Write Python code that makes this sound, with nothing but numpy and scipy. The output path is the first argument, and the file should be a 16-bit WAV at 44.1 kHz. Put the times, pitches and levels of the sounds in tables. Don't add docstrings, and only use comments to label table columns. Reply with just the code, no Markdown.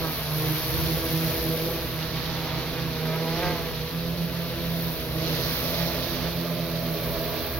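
import sys
import numpy as np
from scipy import signal
from scipy.fft import rfft, irfft, next_fast_len
from scipy.io import wavfile
from scipy.ndimage import uniform_filter1d

SR = 44100
rng = np.random.default_rng(int(sys.argv[2]) if len(sys.argv) > 2 else 0)


def file_out(sig):
    cols = np.atleast_2d(sig).T
    lim = np.clip(cols, -1, 1)
    pcm = np.round(lim * 32767).astype(np.int16)
    wavfile.write(sys.argv[1], SR, pcm)


N = 334760
THIN = 8
T = np.arange(N) / SR
T_LOW = T[::THIN]

# (time [s], level [dB])
RUSH_LEVEL = [(0, -37.5), (.2, -39.5), (.62, -36.5), (1.15, -37.5), (1.28, -36), (1.5, -39), (1.72, -38),
              (1.95, -39.5), (2.3, -37), (2.6, -38), (2.92, -40.5), (3.45, -37), (3.65, -39), (4, -41.5),
              (4.72, -40), (5.12, -40.5), (5.27, -35.5), (5.8, -36), (6.08, -38), (6.24, -36), (6.36, -40),
              (6.8, -41), (7.42, -39), (7.59, -42.5)]
# (time [s], level [dB])
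TIP_HISS_LEVEL = [(0, -41), (.3, -37.5), (.6, -36.5), (1.4, -38), (1.8, -41), (2.1, -45), (2.9, -45.5),
                  (3.25, -44), (3.48, -43), (3.8, -45.5), (4.55, -44.5), (4.9, -42), (5.15, -42.5),
                  (5.55, -38.5), (6.15, -43), (6.65, -44), (7.05, -43.5), (7.59, -44)]
# (time [s], level [dB])
DOWNWASH_LEVEL = [(0, -37), (.25, -40), (.65, -42), (.8, -29), (.98, -38), (1.55, -37), (2.1, -41),
                  (2.75, -40), (2.83, -35), (2.95, -38), (3.25, -50), (3.44, -33), (3.7, -40), (4.0, -41.5),
                  (4.95, -40), (5.25, -37.5), (5.78, -37.5), (6.2, -38.5), (6.52, -44), (7.05, -38),
                  (7.59, -37.5)]


def from_db(db):
    return 10 ** (np.asarray(db) / 20)


NEAR_GAIN = from_db([2.0, -1.5, -0.5, -4.0])


def rms_one(x):
    return x / np.sqrt(np.mean(np.abs(x) ** 2) + 1e-20)


def in_time(rows, t):
    s, *columns = np.transpose(rows)
    return [np.interp(t, s, c) for c in columns]


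def at_hz(points, hz):
    freq, value = np.transpose(points)
    return np.interp(np.log(np.maximum(hz, 1)), np.log(freq), value)


def highpass(sound, order, hz):
    return signal.sosfiltfilt(signal.butter(order, hz, "high", fs=SR, output="sos"), sound)


def drift(rate):
    settle = SR // THIN
    r = np.exp(-2 * np.pi * rate * THIN / SR)
    slow = signal.lfilter([1], [1, -2 * r, r * r], rng.standard_normal(len(T_LOW) + settle))
    return rms_one(slow[settle:])


def shaft_angle(blade_hz):
    return np.pi * np.cumsum(blade_hz) * THIN / SR + rng.uniform(0, 2 * np.pi)


def partial(blade_hz, order, rough, flutter_rate):
    phase = order * shaft_angle(blade_hz)
    in_phase = 1 + rough * drift(flutter_rate)
    quadrature = rough * drift(flutter_rate)
    return np.cos(phase) * in_phase + np.sin(phase) * quadrature


def overtones(blade_hz, orders, shape, odd_db, rough, flutter_rate):
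    # (time [s], odd shaft harmonics against even ones [dB])
    odd_level = [(0, -4), (1.7, -12.5), (3.0, -7), (7.59, -1)]
    odd = from_db(odd_db + in_time(odd_level, T_LOW)[0])
    out = 0
    for k in orders:
        strength = from_db(at_hz(shape, k * blade_hz / 2))
        if k % 2:
            strength = strength * odd
        out = out + strength * partial(blade_hz, k, rough, flutter_rate)
    return out


def steady(x, seconds):
    power = uniform_filter1d(np.abs(rms_one(x)) ** 2, max(1, int(seconds * SR / THIN)))
    return x / np.sqrt(np.mean(np.abs(x) ** 2) * (power + 0.03))


def spread(voices, width):
    voices = np.array(voices)
    side = rms_one(voices[::2].sum(axis=0) - voices[1::2].sum(axis=0))
    return steady(voices.sum(axis=0), seconds=0.33) + width * side * [[1], [-1]]


def air_noise(shape, gust_db):
    # (frequency [Hz], likeness [correlation, -1 to 1])
    port_likeness = [(30, 0.17), (60, .05), (130, 1), (300, 0.76), (640, 0.88), (1400, 0.66), (3100, 0.44),
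                     (5500, 0.041), (15000, 0.048)]
    size = next_fast_len(N, True)
    hz = np.arange(size // 2 + 1) * SR / size
    mid, side = rfft(rng.standard_normal((2, size))) * from_db(at_hz(shape, hz))
    alike = np.clip(at_hz(port_likeness, hz), -1, 1)
    spectrum = np.sqrt(1 + alike) * mid + np.sqrt(1 - alike) * side * [[1], [-1]]
    octave = np.log2(np.clip(hz, shape[0][0], shape[-1][0]) / shape[0][0])
    out = 0
    for k in range(int(octave[-1]) + 2):
        overlap = np.maximum(1 - np.abs(octave - k), 0)
        band = irfft(spectrum * overlap, size)[:, :N]
        out = out + band * from_db(gust_db * np.interp(T, T_LOW, drift(12.5)))
    return rms_one(out)


def rotor_speeds(trim_hz, jitter_hz, fast_gap_hz, slow_gap_hz):
    # (time [s], blade passes [per s])
    lead_speed = [(0, 162), (.24, 152), (1, 162), (1.6, 160.5), (1.75, 165), (2, 160), (2.3, 163),
                  (2.85, 164), (3, 158.5), (3.5, 164), (3.8, 159), (3.97, 167), (4.25, 170), (4.87, 166),
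                  (5, 158), (5.58, 163), (5.76, 168), (6.6, 169), (6.9, 163), (7.6, 163)]
    second_speed = [(0, 165), (.26, 147), (.46, 155), (1, 161), (1.77, 166), (2.03, 155), (2.83, 155),
                    (3.3, 163), (3.43, 177), (3.51, 177), (3.62, 166), (3.75, 160), (4.15, 171),
                    (5.12, 159), (5.42, 166), (6.6, 174), (6.88, 162), (7.6, 165)]
    slow_speed = [(0, 126), (1, 131), (1.95, 127), (2.85, 134), (3.1, 126), (3.6, 124), (4.2, 132),
                  (5.05, 128), (5.38, 133), (6.7, 128), (7, 124), (7.6, 128)]
    lead, second, slow = (in_time(rows, T_LOW)[0] for rows in (lead_speed, second_speed, slow_speed))
    lead_follower = lead + fast_gap_hz + trim_hz * drift(1.3)
    second_follower = second - 2.5 + trim_hz * drift(1.27)
    slow_follower = slow - slow_gap_hz + trim_hz / 2 * drift(2.516)
    groups = [lead, lead_follower, second, second_follower], [slow, slow_follower]
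    return [[hz + jitter_hz * drift(12.46) for hz in group] for group in groups]


def beating_hum(blade_hz):
    # (time [s], depth of the beat [dB], negative where they add instead)
    beats = [(.02, 4), (.15, 17), (.24, 0), (.42, 4), (.62, 18), (.71, 19), (.79, 9), (.89, 7), (1.01, 18),
             (1.09, 16), (1.22, 2), (1.37, 2), (1.58, 6), (1.7, 1), (1.81, 19), (1.89, 6), (2.09, 8),
             (2.22, 15), (2.35, -4), (2.48, 14), (2.63, 19), (2.74, 16), (2.95, 7), (3.22, 0), (3.42, 10),
             (3.57, 7), (3.71, 23), (3.9, 27), (4.06, 0), (4.16, 9), (4.3, 14), (4.52, 4), (4.829, 1),
             (4.97, 12), (5.1, 0), (5.25, 3), (5.4, 5), (5.6, 13), (5.73, 2), (5.91, 9), (6.05, 1),
             (6.19, 9), (6.33, 8), (6.46, 5), (6.57, 15), (6.68, 15), (6.83, 3), (6.99, 12), (7.16, 22),
             (7.27, -7), (7.42, 17), (7.55, 10)]
    s, depth_db = np.transpose(beats)
    slip = -2 * np.pi * np.interp(T_LOW, s, np.arange(len(s)))
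    trough = from_db(-np.interp(T_LOW, s, depth_db))
    others = (1 - trough) / (1 + trough)
    tone = np.exp(2j * shaft_angle(blade_hz)) * (1 - others * np.exp(1j * slip))
    return np.sqrt(2 / (1 + others ** 2)) * tone.real


def slow_hum(speeds, follower_db):
    first, second = (np.cos(2 * shaft_angle(hz)) for hz in speeds)
    return rms_one(first + from_db(follower_db) * second)


def blade_hum(fast, slow):
    # (time [s], level [dB])
    fast_level = [(0, -27), (.17, -36.5), (.36, -24.5), (.49, -24.5), (.65, -36), (.82, -26.5),
                  (.94, -24.5), (1.04, -40), (1.14, -25), (1.27, -23.5), (1.37, -42), (1.5, -25),
                  (1.86, -37), (2.0, -31), (2.54, -31.5), (2.68, -33.5), (3.1, -26), (3.38, -28.5),
                  (3.5, -29.5), (3.62, -35), (3.98, -29), (4.22, -25), (4.55, -33), (4.74, -25.5),
                  (4.89, -28), (5.0, -40), (5.18, -26.5), (5.32, -28.5), (5.6, -36), (5.84, -26.5),
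                  (6.05, -36.5), (6.3, -28), (6.9, -28), (7.35, -36.5), (7.59, -53)]
    slow_level = [(0, -31), (.22, -47), (.38, -32), (1.15, -35), (1.7, -39), (2.3, -35), (2.9, -33.5),
                  (3.5, -48), (3.8, -39), (4.5, -34.5), (5, -40), (5.27, -33), (5.9, -37), (6.5, -36),
                  (7.25, -38), (7.37, -41), (7.59, -33.5)]
    fast_gain = from_db(in_time(fast_level, T_LOW)[0] - 4.0)
    slow_gain = from_db(in_time(slow_level, T_LOW)[0] - 4.5)
    return fast_gain * beating_hum(fast[0]) + slow_gain * slow_hum(slow, follower_db=-7.0)


def throb(fast, slow, fast_db):
    once = [np.cos(shaft_angle(hz)) for hz in slow]
    once += [from_db(fast_db) * np.cos(shaft_angle(fast[1]))]
    return from_db(in_time(DOWNWASH_LEVEL, T_LOW)[0] - 3.0) * spread(once, width=0.16)


def burr(rotors, slow):
    # (time [s], level [dB])
    burr_level = [(0, -36), (.25, -45), (.65, -57), (.85, -39.5), (2.5, -40), (2.9, -36.5), (4.2, -39.5),
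                  (5.05, -39), (5.5, -36), (6.8, -35.5), (7.59, -39.5)]
    voices = [near * partial(hz, order=3, rough=0.53, flutter_rate=4.9) for hz, near in rotors[:2]]
    voices += [partial(hz, order=4, rough=0.37, flutter_rate=3.0) for hz in slow]
    voices += [from_db(-4.5) * partial(slow[0], order=3, rough=0.53, flutter_rate=5.0)]
    return from_db(in_time(burr_level, T_LOW)[0] - 5.0) * spread(voices, width=0.23)


def second_blade_tone(rotors):
    # (time [s], level [dB])
    octave_level = [(0, -39), (.1, -33), (.17, -51), (.34, -51), (0.409, -30), (.6, -37), (.82, -31.5),
                    (1.7, -32), (1.95, -39.5), (2.2, -43), (2.3, -39.5), (2.85, -38.5), (2.99, -45),
                    (3.12, -40.5), (3.45, -31), (3.65, -40), (3.8, -53), (3.93, -39.5), (4.48, -43),
                    (4.58, -39), (5.1, -40), (5.2, -31), (5.35, -38.5), (6.05, -37.5), (6.24, -38),
                    (6.5, -38), (7.59, -40.5)]
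    voices = [near * partial(hz, order=4, rough=0.31, flutter_rate=5.5) for hz, near in rotors]
    voices[1] = voices[1] * from_db(1.5)
    return from_db(in_time(octave_level, T_LOW)[0] - 4.5) * spread(voices, width=0.15)


def growl_and_buzz(rotors, slow):
    # (time [s], low growl level [dB], middle buzz level [dB])
    tone_levels = [(0.0, -32.5, -34), (0.24, -44, -40), (0.45, -30.5, -40.5), (0.65, -37.5, -43),
                   (1.0, -29.5, -37.5), (1.2, -35, -39), (1.42, -29, -35), (1.78, -28.5, -38.5),
                   (1.93, -40, -42), (2.5, -36.5, -41), (2.96, -34, -45), (3.1, -29.5, -36),
                   (3.4, -31, -39.5), (3.82, -34, -49), (4.14, -36, -40), (5.1, -36.5, -38.5),
                   (5.3, -31.5, -34.5), (5.55, -35.5, -38), (5.8, -34, -31.5), (6.05, -35, -33.5),
                   (6.16, -36, -39), (6.25, -36.5, -35), (6.7, -34.5, -33.5), (7.31, -32.5, -32),
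                   (7.59, -37, -37.5)]
    # (frequency [Hz], level [dB])
    growl_shape = [(370, -4.5), (415, 3), (490, 1), (540, 1.5)]
    buzz_shape = [(500, -13), (590, 2), (670, 5), (745, -23)]
    growl_db, buzz_db = in_time(tone_levels, T_LOW)
    growl = [near * overtones(hz, range(5, 7), growl_shape, odd_db=-0.5, rough=0.14, flutter_rate=2.1)
             for hz, near in rotors]
    growl[0] = growl[0] * from_db(5.5)
    growl += [from_db(-2.0) * overtones(hz, range(6, 9), growl_shape, odd_db=4.0, rough=0.36, flutter_rate=8.4)
              for hz in slow]
    buzz = [near * overtones(hz, range(7, 10), buzz_shape, odd_db=7.0, rough=0.19, flutter_rate=4.4)
            for hz, near in rotors]
    buzz += [from_db(4.5) * overtones(hz, range(9, 12), buzz_shape, odd_db=3.5, rough=0.057, flutter_rate=11)
             for hz in slow]
    growl_sound = from_db(growl_db - 5.0) * spread(growl, width=0.18)
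    return growl_sound + from_db(buzz_db - 4.5) * spread(buzz, width=0.25)


def rasp(rotors):
    # (time [s], level [dB])
    rasp_level = [(0, -41), (1.25, -43.5), (2.5, -45.5), (3.5, -41), (3.9, -49), (4.5, -47), (5.1, -52),
                  (5.3, -45), (6.25, -44.5), (7.1, -43), (7.59, -40)]
    # (frequency [Hz], level [dB])
    rasp_shape = [(750, -10.5), (1150, 1), (1450, -9), (1650, -2), (2000, -13.5), (2600, -2)]
    voices = [near * overtones(hz, range(10, 31), rasp_shape, odd_db=-1.0, rough=1.0, flutter_rate=9.3)
              for hz, near in rotors[:3]]
    return from_db(in_time(rasp_level, T_LOW)[0] - 2.5) * spread(voices, width=0.3)


def rotor_tones(fast, slow):
    rotors = list(zip(fast, NEAR_GAIN))
    out = blade_hum(fast, slow) + throb(fast, slow, fast_db=-1.0)
    out = out + burr(rotors, slow) + second_blade_tone(rotors)
    out = out + growl_and_buzz(rotors, slow) + rasp(rotors)
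    return signal.resample_poly(out, THIN, 1, axis=1)[:, :N]


def downwash_rumble():
    # (frequency [Hz], density [dB per Hz])
    wash_shape = [(12, -24), (25, -19), (36, 2), (49, 13), (70, 15), (100, 3), (200, -2), (400, -7),
                  (1000, -38)]
    return from_db(in_time(DOWNWASH_LEVEL, T)[0] - 3.5) * air_noise(wash_shape, gust_db=2)


def chopped(noise, blade_hz, share):
    earlier = T - 1 / np.interp(T, T_LOW, blade_hz)
    repeat = np.array([np.interp(earlier, T, channel) for channel in noise])
    return rms_one(noise + share * repeat)


def with_air(usual_db, rush_share, hiss_share):
    (rush_db,), (hiss_db,) = in_time(RUSH_LEVEL, T), in_time(TIP_HISS_LEVEL, T)
    rush_swing, hiss_swing = rush_db + 38.5, hiss_db + 41
    return from_db(usual_db + rush_share * rush_swing + hiss_share * hiss_swing)


def blade_rush(fast, swish, bright_hz):
    # (frequency [Hz], density [dB per Hz])
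    rush_shape = [(20, 0), (50, 3), (100, 6.5), (230, 1.5), (400, 2), (750, 0), (1400, -2.5), (2000, -2),
                  (3000, -1.6), (4200, 1), (5200, -3), (6200, -7), (7000, -18), (8000, -43), (9500, -65)]
    passing = sum(np.cos(2 * shaft_angle(hz)) for hz in fast[:2])
    swell = rms_one(1 + swish * np.interp(T, T_LOW, passing))
    noise = chopped(air_noise(rush_shape, gust_db=1.0), fast[0], share=0.17)
    treble = highpass(noise, 4, bright_hz)
    noise = noise - treble + treble * with_air(usual_db=-2.0, rush_share=0.026, hiss_share=0.52)
    return from_db(in_time(RUSH_LEVEL, T)[0] + 4.5) * swell * noise


def tip_whistle(blade_hz, centre_hz, doppler, beam, line_hz, uneven_db):
    angle = np.interp(T, T_LOW, shaft_angle(blade_hz))
    wander = np.array([np.interp(T, T_LOW, drift(1200)) for port in range(2)])
    pitch = centre_hz * (1 + doppler * np.sin(angle)) + line_hz * wander
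    uneven = from_db(uneven_db * np.interp(T, T_LOW, drift(40)))
    facing = np.exp(beam * (np.cos(angle) - 1)) * uneven
    chirps = facing * np.cos(2 * np.pi * np.cumsum(pitch, axis=1) / SR)
    return rms_one(signal.sosfilt(signal.butter(8, 11300, "high", fs=SR, output="sos"), chirps))


def tip_air(fast, top_hz):
    # (time [s], chirp centre [Hz], level [dB])
    tip_aim = [(0, 13000, -46), (.17, 13100, -36), (.27, 13100, -46), (.36, 13360, -34),
               (1.45, 14000, -35.5), (1.85, 13740, -42), (2.1, 13800, -50), (4.55, 13970, -54),
               (4.82, 14000, -40), (5.28, 13800, -43), (5.5, 14200, -37), (5.9, 14400, -39),
               (6.2, 14570, -44), (6.65, 15000, -45), (7.08, 15500, -44), (7.59, 15600, -42)]
    # (frequency [Hz], density [dB per Hz])
    hiss_shape = [(6000, -54), (8000, -65), (9000, -18.5), (10000, -7.5), (11000, 0.5), (12200, 4.5),
                  (13500, 1.5), (16000, -2.5)]
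    # (time [s], level [dB])
    top_level = [(.17, 3), (.26, -9), (.38, -2.5), (1.5, 1), (2.1, 1.5), (4.9, 3), (5.12, -2), (5.55, 4.5),
                 (6.6, 2.5), (7.1, 7.5)]
    (hiss_db,), (centre_hz, whistle_db) = in_time(TIP_HISS_LEVEL, T), in_time(tip_aim, T)
    whistle = tip_whistle(fast[1], centre_hz, doppler=0.3, beam=3.4, line_hz=1100, uneven_db=1.5)
    hiss = from_db(hiss_db + 3.5) * air_noise(hiss_shape, gust_db=0.7)
    air = hiss + from_db(whistle_db - 2.0) * whistle
    return air + highpass(air, 4, top_hz) * (from_db(in_time(top_level, T)[0]) - 1)


def wake_level(peaks):
    rise, fall, rest_db = 37, 54, -56
    ramps = [db - np.maximum(rise * (s - T), fall * (T - s)) for s, db in peaks]
    return np.maximum(np.max(ramps, axis=0), rest_db)


def blade_slap(blade_hz, peaks, shape, uneven, jitter, smear, crack_db, crack_growth):
    slap_db = wake_level(peaks)
    angle = 2 * shaft_angle(blade_hz) + jitter * drift(40)
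    thumps = 0
    for k in range(2, 16):
        thumps = thumps + from_db(at_hz(shape, k * blade_hz)) * np.sin(k * angle + smear * drift(0.39))
    thumps = signal.resample_poly(rms_one(thumps * (1 + uneven * drift(39))), THIN, 1)[:N]
    strike = ((1 + np.cos(np.interp(T, T_LOW, angle))) / 2) ** 3
    crack_band = signal.butter(3, [1100, 2800], "band", fs=SR, output="sos")
    crack = rms_one(strike * signal.sosfilt(crack_band, rng.standard_normal(N)))
    crack_gain = from_db(crack_db + crack_growth * (slap_db + 32))
    return from_db(slap_db) * (thumps + crack_gain * crack)


def wake_slaps(blade_hz):
    # (time [s], slap peak [dB], graze peak [dB])
    wakes = [(0.03, -45, -40), (1.4, -55, -47), (2.55, -43, -44), (3.17, -41, -39), (3.47, -31.5, -45),
             (5.8, -45, -46)]
    # (frequency [Hz], level [dB])
    slap_shape = [(330, -17), (490, 1), (640, 3), (710, 2), (880, -0.5), (1060, -9), (1240, -4.5),
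                  (1420, -46), (1600, -1.5), (1780, -36), (1950, -5.5), (2600, -19)]
    graze_shape = [(330, -2), (480, -4), (640, 2), (800, 0), (960, 10), (1120, 0.5), (1290, 7), (1450, -25),
                   (1600, -10), (2600, 2)]
    slap = blade_slap(blade_hz, [(s, db) for s, db, _ in wakes], slap_shape,
                      uneven=0.17, jitter=0.038, smear=1.47, crack_db=-8, crack_growth=0.51)
    graze = blade_slap(blade_hz, [(s, db) for s, _, db in wakes], graze_shape,
                       uneven=0.46, jitter=0.033, smear=1.37, crack_db=-12, crack_growth=0.3)
    return slap + graze


def leaning(sound, above_hz, share):
    # (time [s], left minus right [dB])
    treble_lean = [(0, 4), (.5, 2), (1.7, 4), (2.1, -1.5), (2.6, 1), (3.1, -0.5), (4.2, 2.5), (5, 1),
                   (5.6, -3), (6.05, -8), (6.4, -3.5), (7.59, -2.5)]
    lean = from_db(share * in_time(treble_lean, T)[0] * [[.5], [-.5]])
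    return sound + highpass(sound, 2, above_hz) * (lean - 1)


def placed(sound):
    # (time [s], lead of the left port [samples])
    bearing = [(0, 3), (1.8, 1.5), (4.1, 1.9), (5.7, 4.5), (6.3, 1), (7.59, -1)]
    lead = in_time(bearing, T)[0] / SR
    return np.array([np.interp(T + lead / 2, T, sound[0]), np.interp(T - lead / 2, T, sound[1])])


def scene():
    fast, slow = rotor_speeds(trim_hz=2.0, jitter_hz=0.508, fast_gap_hz=4.0, slow_gap_hz=4.5)
    tones = rotor_tones(fast, slow)
    downwash = downwash_rumble()
    rush = leaning(blade_rush(fast, swish=0.09, bright_hz=4800), above_hz=2600, share=0.61)
    hiss = leaning(tip_air(fast, top_hz=13500), above_hz=2200, share=0.42)
    slaps = wake_slaps(fast[2])
    return placed(tones + slaps + rush) + hiss + downwash


def record(dry):
    # (frequency [Hz], left minus right [dB])
    port_balance = [(60, -3), (150, -4), (700, -4), (1300, -1.5), (2000, -0.7), (2900, -0.5), (4300, -8),
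                    (6000, -7.5), (7100, 3), (9000, 1), (10400, 3), (12500, 1.5), (15000, 0)]
    cutoff_hz = 15850
    size = next_fast_len(N + SR // 10, True)
    hz = np.arange(size // 2 + 1) * SR / size
    ports = from_db(at_hz(port_balance, hz) * [[.5], [-.5]])
    low_pass = 1 / np.sqrt(1 + (hz / cutoff_hz) ** 400)
    return irfft(rfft(dry, size) * ports * low_pass, size)[:, :N]


dry = scene()
out = record(dry)
file_out(out)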